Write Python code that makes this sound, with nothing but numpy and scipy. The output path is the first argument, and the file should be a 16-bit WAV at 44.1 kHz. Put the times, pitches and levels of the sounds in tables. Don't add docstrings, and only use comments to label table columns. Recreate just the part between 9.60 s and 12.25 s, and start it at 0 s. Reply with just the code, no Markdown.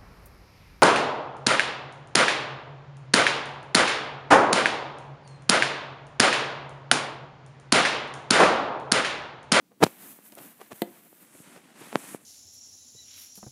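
import sys
import numpy as np
from scipy import signal
from scipy.fft import rfft, irfft, next_fast_len
from scipy.io import wavfile
from scipy.ndimage import map_coordinates

SR = 44100
rng = np.random.default_rng(int(sys.argv[2]) if len(sys.argv) > 2 else 0)


def wrap_up_sound(samples):
    columns = np.atleast_2d(samples).T
    tamed = np.clip(columns, -1, 1)
    steps = np.round(tamed * 32767).astype(np.int16)
    wavfile.write(sys.argv[1], SR, steps)


N = 116865


# (time [s], level [dB], pulse width [ms], flap pitch [Hz])
SNAPS = [(.2063, -27, .6, 240), (.2138, -21, .3, 300), (.2229, -10, 0.28, 240), (.2272, 0.5, 0.2, 230),
         (0.2296, 2, 0.24, 264), (.2312, -1, 0.088, 260), (0.2338, 0.5, 0.55, 247), (.2361, 8, .22, 298),
         (.2374, 7, .035, 400), (.239, -3, 0.76, 152.2), (.2481, -11, 0.13, 219.2),
         (0.2661, -12, 0.27, 190), (0.5891, -34.5, 0.36, 400), (0.7743, -29, 0.42, 450),
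         (1.0015, -36, 0.35, 450), (1.1207, -27.5, .25, 251), (1.1296, -30.5, .7, 140.3),
         (1.529, -33, .6, 420), (1.8029, -33, 0.91, 169), (1.875, -37, .8, 262), (1.9635, -31.5, 0.15, 298),
         (2.273, -35, 0.31, 260), (2.3287, -18, 0.15, 257), (2.353, -21, 0.39, 240),
         (2.3567, -0.5, 0.15, 194), (2.4405, -32, .3, 400), (2.5474, -14, .7, 340)]

def snaps():
    out, lead = np.zeros(N + SR), SR // 100
    impulse = signal.unit_impulse(SR // 8, lead)
    for at_s, db, width_ms, flap_hz in SNAPS:
        start = round(at_s * SR) - lead
        out[start:start + len(impulse)] += amp(db) * cloth(impulse, width_ms, flap_hz)
    return out[:N]


def cloth(impulses, width_ms, flap_hz, low_cut_hz=130):
    width_s = width_ms / 1000
    def response(f):
        cusp = 2 * width_s * SR / (1 + (2 * np.pi * f * width_s) ** 2)
        return cusp * high_pass(f, flap_hz, q=.85) * high_pass(f, low_cut_hz, q=.94)
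    return filtered(-impulses, response)


# (peak time [s], level [dB], rise [s], fall [s], slip width [ms], flap pitch [Hz],
# fizz re slips [dB])
SCUFFS = [(0.119, -57.5, 0.0071, .012, 0.43, 220, -24), (.235, -21, .011, .007, .4, 160, -14),
          (0.267, -38.5, 0.018, 0.012, .45, 160, -2.5), (.724, -50.5, 0.0025, 0.013, 0.6, 200, -9.5),
          (0.787, -46, 0.012, 0.012, 0.22, 350, -5.5), (.812, -47.5, .008, 0.015, 0.71, 280, -20),
          (1.017, -42.5, 0.01, 0.0074, 0.18, 337, -11.5), (1.12, -37.5, 0.0067, 0.0072, 0.23, 298, -8),
          (1.465, -54.5, .005, .01, .5, 300, -20), (1.754, -51, 0.0045, 0.0075, 1, 298, -24),
          (1.97, -48.5, 0.0097, 0.021, 0.57, 230, -24), (2.215, -44, .006, .011, .7, 220, -16),
          (2.339, -41, 0.01, .03, 0.43, 220, -20)]
# (frequency [Hz], relative level [dB])
FIZZ_SPECTRUM = [(200, -29), (800, -8), (2500, 1.5), (5000, -6.5), (10000, -3), (16000, -13)]

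def scuffs(slips_per_s=750, spread_db=3):
    out, t = np.zeros(N), clock()
    fizz = noise(FIZZ_SPECTRUM, grain_db=8.5)
    for peak_s, db, rise_s, fall_s, width_ms, flap_hz, fizz_db in SCUFFS:
        gap_jitter, level_jitter = rng.standard_normal((4000, 2)).T
        onsets = (np.cumsum(np.exp(.45 * gap_jitter)) * SR / slips_per_s).astype(int)
        slips = np.bincount(onsets, amp(spread_db * level_jitter), N)[:N]
        before, after = (peak_s - t) / rise_s, (t - peak_s) / fall_s
        swell = np.exp(-np.maximum(before, after)) * np.clip(4 * (3 - before), 0, 1)
        out += amp(db) * swell * (unit(cloth(slips, width_ms, flap_hz)) + amp(fizz_db) * fizz)
    return out


# (time [s], level [dB], decay [s])
CRACKS = [(0.2296, -27.5, 0.0072), (0.2375, -15, 0.0023), (0.2393, -18, 0.0017), (.7222, -44, 0.0011)]
# (frequency [Hz], relative level [dB])
CRACK_SPECTRUM = [(300, -15.5), (1500, -15.5), (3000, 4.5), (4500, 3), (7000, 0.5), (11000, -6.5),
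                  (16000, -14)]

def cracks():
    envelope = sum(amp(db) * burst(at_s, decay_s) for at_s, db, decay_s in CRACKS)
    return envelope * noise(CRACK_SPECTRUM, grain_db=7)


def tick(level_db=-31, low_cut_hz=10000):
    treble = filtered(rng.standard_normal(N), lambda f: high_pass(f, low_cut_hz, q=.98) ** 2)
    return amp(level_db) * unit(treble) * burst(at_s=.7525, decay_s=.0007)


# (frequency [Hz], relative level [dB], t60 [s])
KNOCK_MODES = [(231, -3, .06), (346, 2, 0.044), (424, -4, 0.044), (516, -4, 0.051), (691, -4.5, 0.057),
               (883, -12, 0.048), (1100, -18, .012), (2035, -9, 0.025)]
# (frequency [Hz], relative level [dB])
CONTACT_SPECTRUM = [(500, -21), (1400, -7.5), (2600, -2), (3500, -1), (4300, -4), (5200, -25),
                    (7000, -12.5), (10500, -13), (12500, -5), (14500, -3), (16000, -17)]

def knock(at_s=1.2195, ring_db=-21, blow_db=2, chatter_db=-26, low_cut_hz=189):
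    t = np.maximum(clock() - at_s, 0)
    ring = -sum(amp(db - 60 * t / t60_s) * np.sin(2 * np.pi * hz * t) for hz, db, t60_s in KNOCK_MODES)
    blow = -np.pad(click(CONTACT_SPECTRUM), (round(at_s * SR), N))[:N]
    chatter = noise(CONTACT_SPECTRUM) * burst(at_s, decay_s=.003)
    hit = amp(ring_db) * ring + amp(blow_db) * blow + amp(chatter_db) * chatter
    return filtered(hit, lambda f: high_pass(f, low_cut_hz, q=.91) ** 2)


# (start [s], end [s], hiss [dB], rub [dB], flex [dB])
STROKES = [(0.235, 0.315, -55, -58.5, -68), (0.337, .40, -57.5, -60, -70),
           (0.408, 0.439, -50.5, -55, -54.5), (0.46, 0.524, -48.5, -58.5, -58),
           (0.546, .57, -55, -65.5, -75), (0.655, 0.682, -53, -65, -65.5), (0.722, 0.733, -56.5, -65, -60),
           (.785, .82, -54.5, -61.5, -57), (0.828, 0.862, -50, -56.5, -53.5),
           (.885, 0.917, -55.5, -61, -66), (1.014, 1.065, -61, -61.5, -62.5),
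           (1.155, 1.22, -53.5, -60, -70.5), (1.271, 1.394, -64, -63, -61.5),
           (1.457, 1.472, -68.5, -64.5, -66), (1.624, 1.632, -56, -60.5, -61.5),
           (1.739, 1.822, -56.5, -64, -68), (1.848, 1.976, -60.5, -56.5, -60),
           (2.048, 2.12, -73, -61.5, -62), (2.16, 2.19, -65, -58, -60), (2.204, 2.373, -54.5, -51.5, -58.5),
           (2.386, 2.46, -49, -51.5, -55.5), (2.479, 2.544, -47, -50.5, -55.5),
           (2.613, 2.648, -61.5, -70, -68)]
# (time [s], hiss [dB], rub [dB], flex [dB])
GRIP = [(.17, -86.5, -80, -70), (0.219, -64.5, -64.5, -63.5), (1, -61, -66.5, -70.5), (1.55, -59, -67, -67),
        (2.05, -68.5, -61, -65), (2.65, -73, -67.5, -62)]

def stroke_envelopes(rise_s=.02, fall_s=.022):
    t = clock()
    grip_s, *grip_db = np.transpose(GRIP)
    power = amp([np.interp(t, grip_s, db) for db in grip_db]) ** 2
    for start_s, end_s, *levels_db in STROKES:
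        outside = np.maximum((start_s - t) / rise_s, (t - end_s) / fall_s).clip(0)
        power += np.outer(amp(levels_db), np.exp(-outside)) ** 2
    return np.sqrt(power)


# (frequency [Hz], relative level [dB])
FINGER_SPECTRUM = [(2000, -22.5), (5000, -14), (8000, -3.5), (11000, 0.5), (14500, 2.5), (16000, -6.5)]
STRIP_SPECTRUM = [(2000, -34), (5000, -14.5), (7500, -2), (9500, 0), (12000, -2.5), (13200, -11),
                  (15000, -12), (16000, -10.5)]
RUB_SPECTRUM = [(100, -26), (300, -4.5), (700, -0.5), (1100, -1.5), (1700, -1), (2800, -4.5), (5000, -12.5),
                (9000, -14), (16000, -38.5)]
FLEX_SPECTRUM = [(30, -40), (80, -28), (130, -11), (200, 0), (290, 0), (450, -14.5), (1000, -23),
                 (4000, -50.5)]

def rustle(slide_s=1.66, crossfade_s=.08):
    hiss_gain, rub_gain, flex_gain = stroke_envelopes()
    sliding = np.clip((clock() - slide_s) / crossfade_s + .5, 0, 1)
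    fingers = np.sqrt(1 - sliding) * noise(FINGER_SPECTRUM, grain_db=4.5)
    strip = np.sqrt(sliding) * noise(STRIP_SPECTRUM, grain_db=4)
    hiss = hiss_gain * (fingers + strip)
    rub = rub_gain * noise(RUB_SPECTRUM, grain_db=4) * flicker(depth_db=1.4, knots_per_s=160)
    flex = flex_gain * noise(FLEX_SPECTRUM) * flicker(depth_db=1.5, knots_per_s=45)
    return (hiss + rub + flex) * flicker(depth_db=.6, knots_per_s=50)


# (frequency [Hz], t60 [s])
ROOM_T60 = [(150, 0.28), (1000, .35), (4000, 0.13), (12000, .18)]

def room(x):
    hz, t, spectra = signal.stft(rng.standard_normal(SR // 2), SR, nperseg=256)
    decay = amp(-60 * t / along(ROOM_T60, hz)[:, None])
    tail = signal.istft(spectra * decay, SR, nperseg=256)[1]
    delayed_tail = np.pad(tail / np.linalg.norm(tail), (SR // 250, 0))
    return signal.fftconvolve(x, delayed_tail)[:N]


# (frequency [Hz], relative level [dB])
FLOOR_SPECTRUM = [(30, -25), (80, -21), (130, -8), (220, 0), (330, -6), (500, -12), (900, -19), (2000, -23),
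                  (5000, -24), (15000, -24)]

def noise_floor(level_db=-67):
    return amp(level_db) * noise(FLOOR_SPECTRUM)


def amp(db):
    return 10 ** (np.asarray(db) / 20)


def unit(x):
    return x / np.sqrt(np.mean(x ** 2) + 1e-20)


def along(points, hz):
    knots_hz, values = np.transpose(points)
    return np.interp(np.log(hz + 1), np.log(knots_hz + 1), values)


def clock():
    return np.arange(N) / SR


def burst(at_s, decay_s):
    t = clock() - at_s
    return (t >= 0) * np.exp(-np.abs(t) / decay_s)


def flicker(depth_db, knots_per_s):
    knots = rng.standard_normal(int(N * knots_per_s / SR) + 4)
    return amp(depth_db * map_coordinates(knots, [clock() * knots_per_s]))


def filtered(x, response):
    size = next_fast_len(len(x) + 8192)
    return irfft(rfft(x, size) * response(np.fft.rfftfreq(size, 1 / SR)), size)[:len(x)]


def high_pass(f, corner_hz, q):
    s = 1j * f / corner_hz
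    return s * s / (s * s + s / q + 1)


def noise(spectrum, grain_db=0):
    white = rng.standard_normal(N) * amp(grain_db * rng.standard_normal(N))
    return unit(filtered(white, lambda f: amp(along(spectrum, f))))


def click(spectrum, size=2048):
    magnitude = amp(along(spectrum, np.fft.rfftfreq(size, 1 / SR)))
    cepstrum = irfft(np.log(magnitude))
    cepstrum[1:size // 2] *= 2
    cepstrum[size // 2:] = 0
    return irfft(np.exp(rfft(cepstrum)))


def scene(fabric_send_db=-35.5, knock_send_db=-15):
    fabric = snaps() + scuffs() + cracks() + tick()
    hit = knock()
    reverb = room(amp(fabric_send_db) * fabric + amp(knock_send_db) * hit)
    return (fabric + hit + reverb + rustle() + noise_floor())[None]


def record(dry, ceiling=.84, top_hz=15600):
    clipped = dry[0] / (1 + np.abs(dry[0] / ceiling) ** 8) ** (1 / 8)
    return filtered(clipped, lambda f: f < top_hz)[None]


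dry = scene()
out = record(dry)
wrap_up_sound(out)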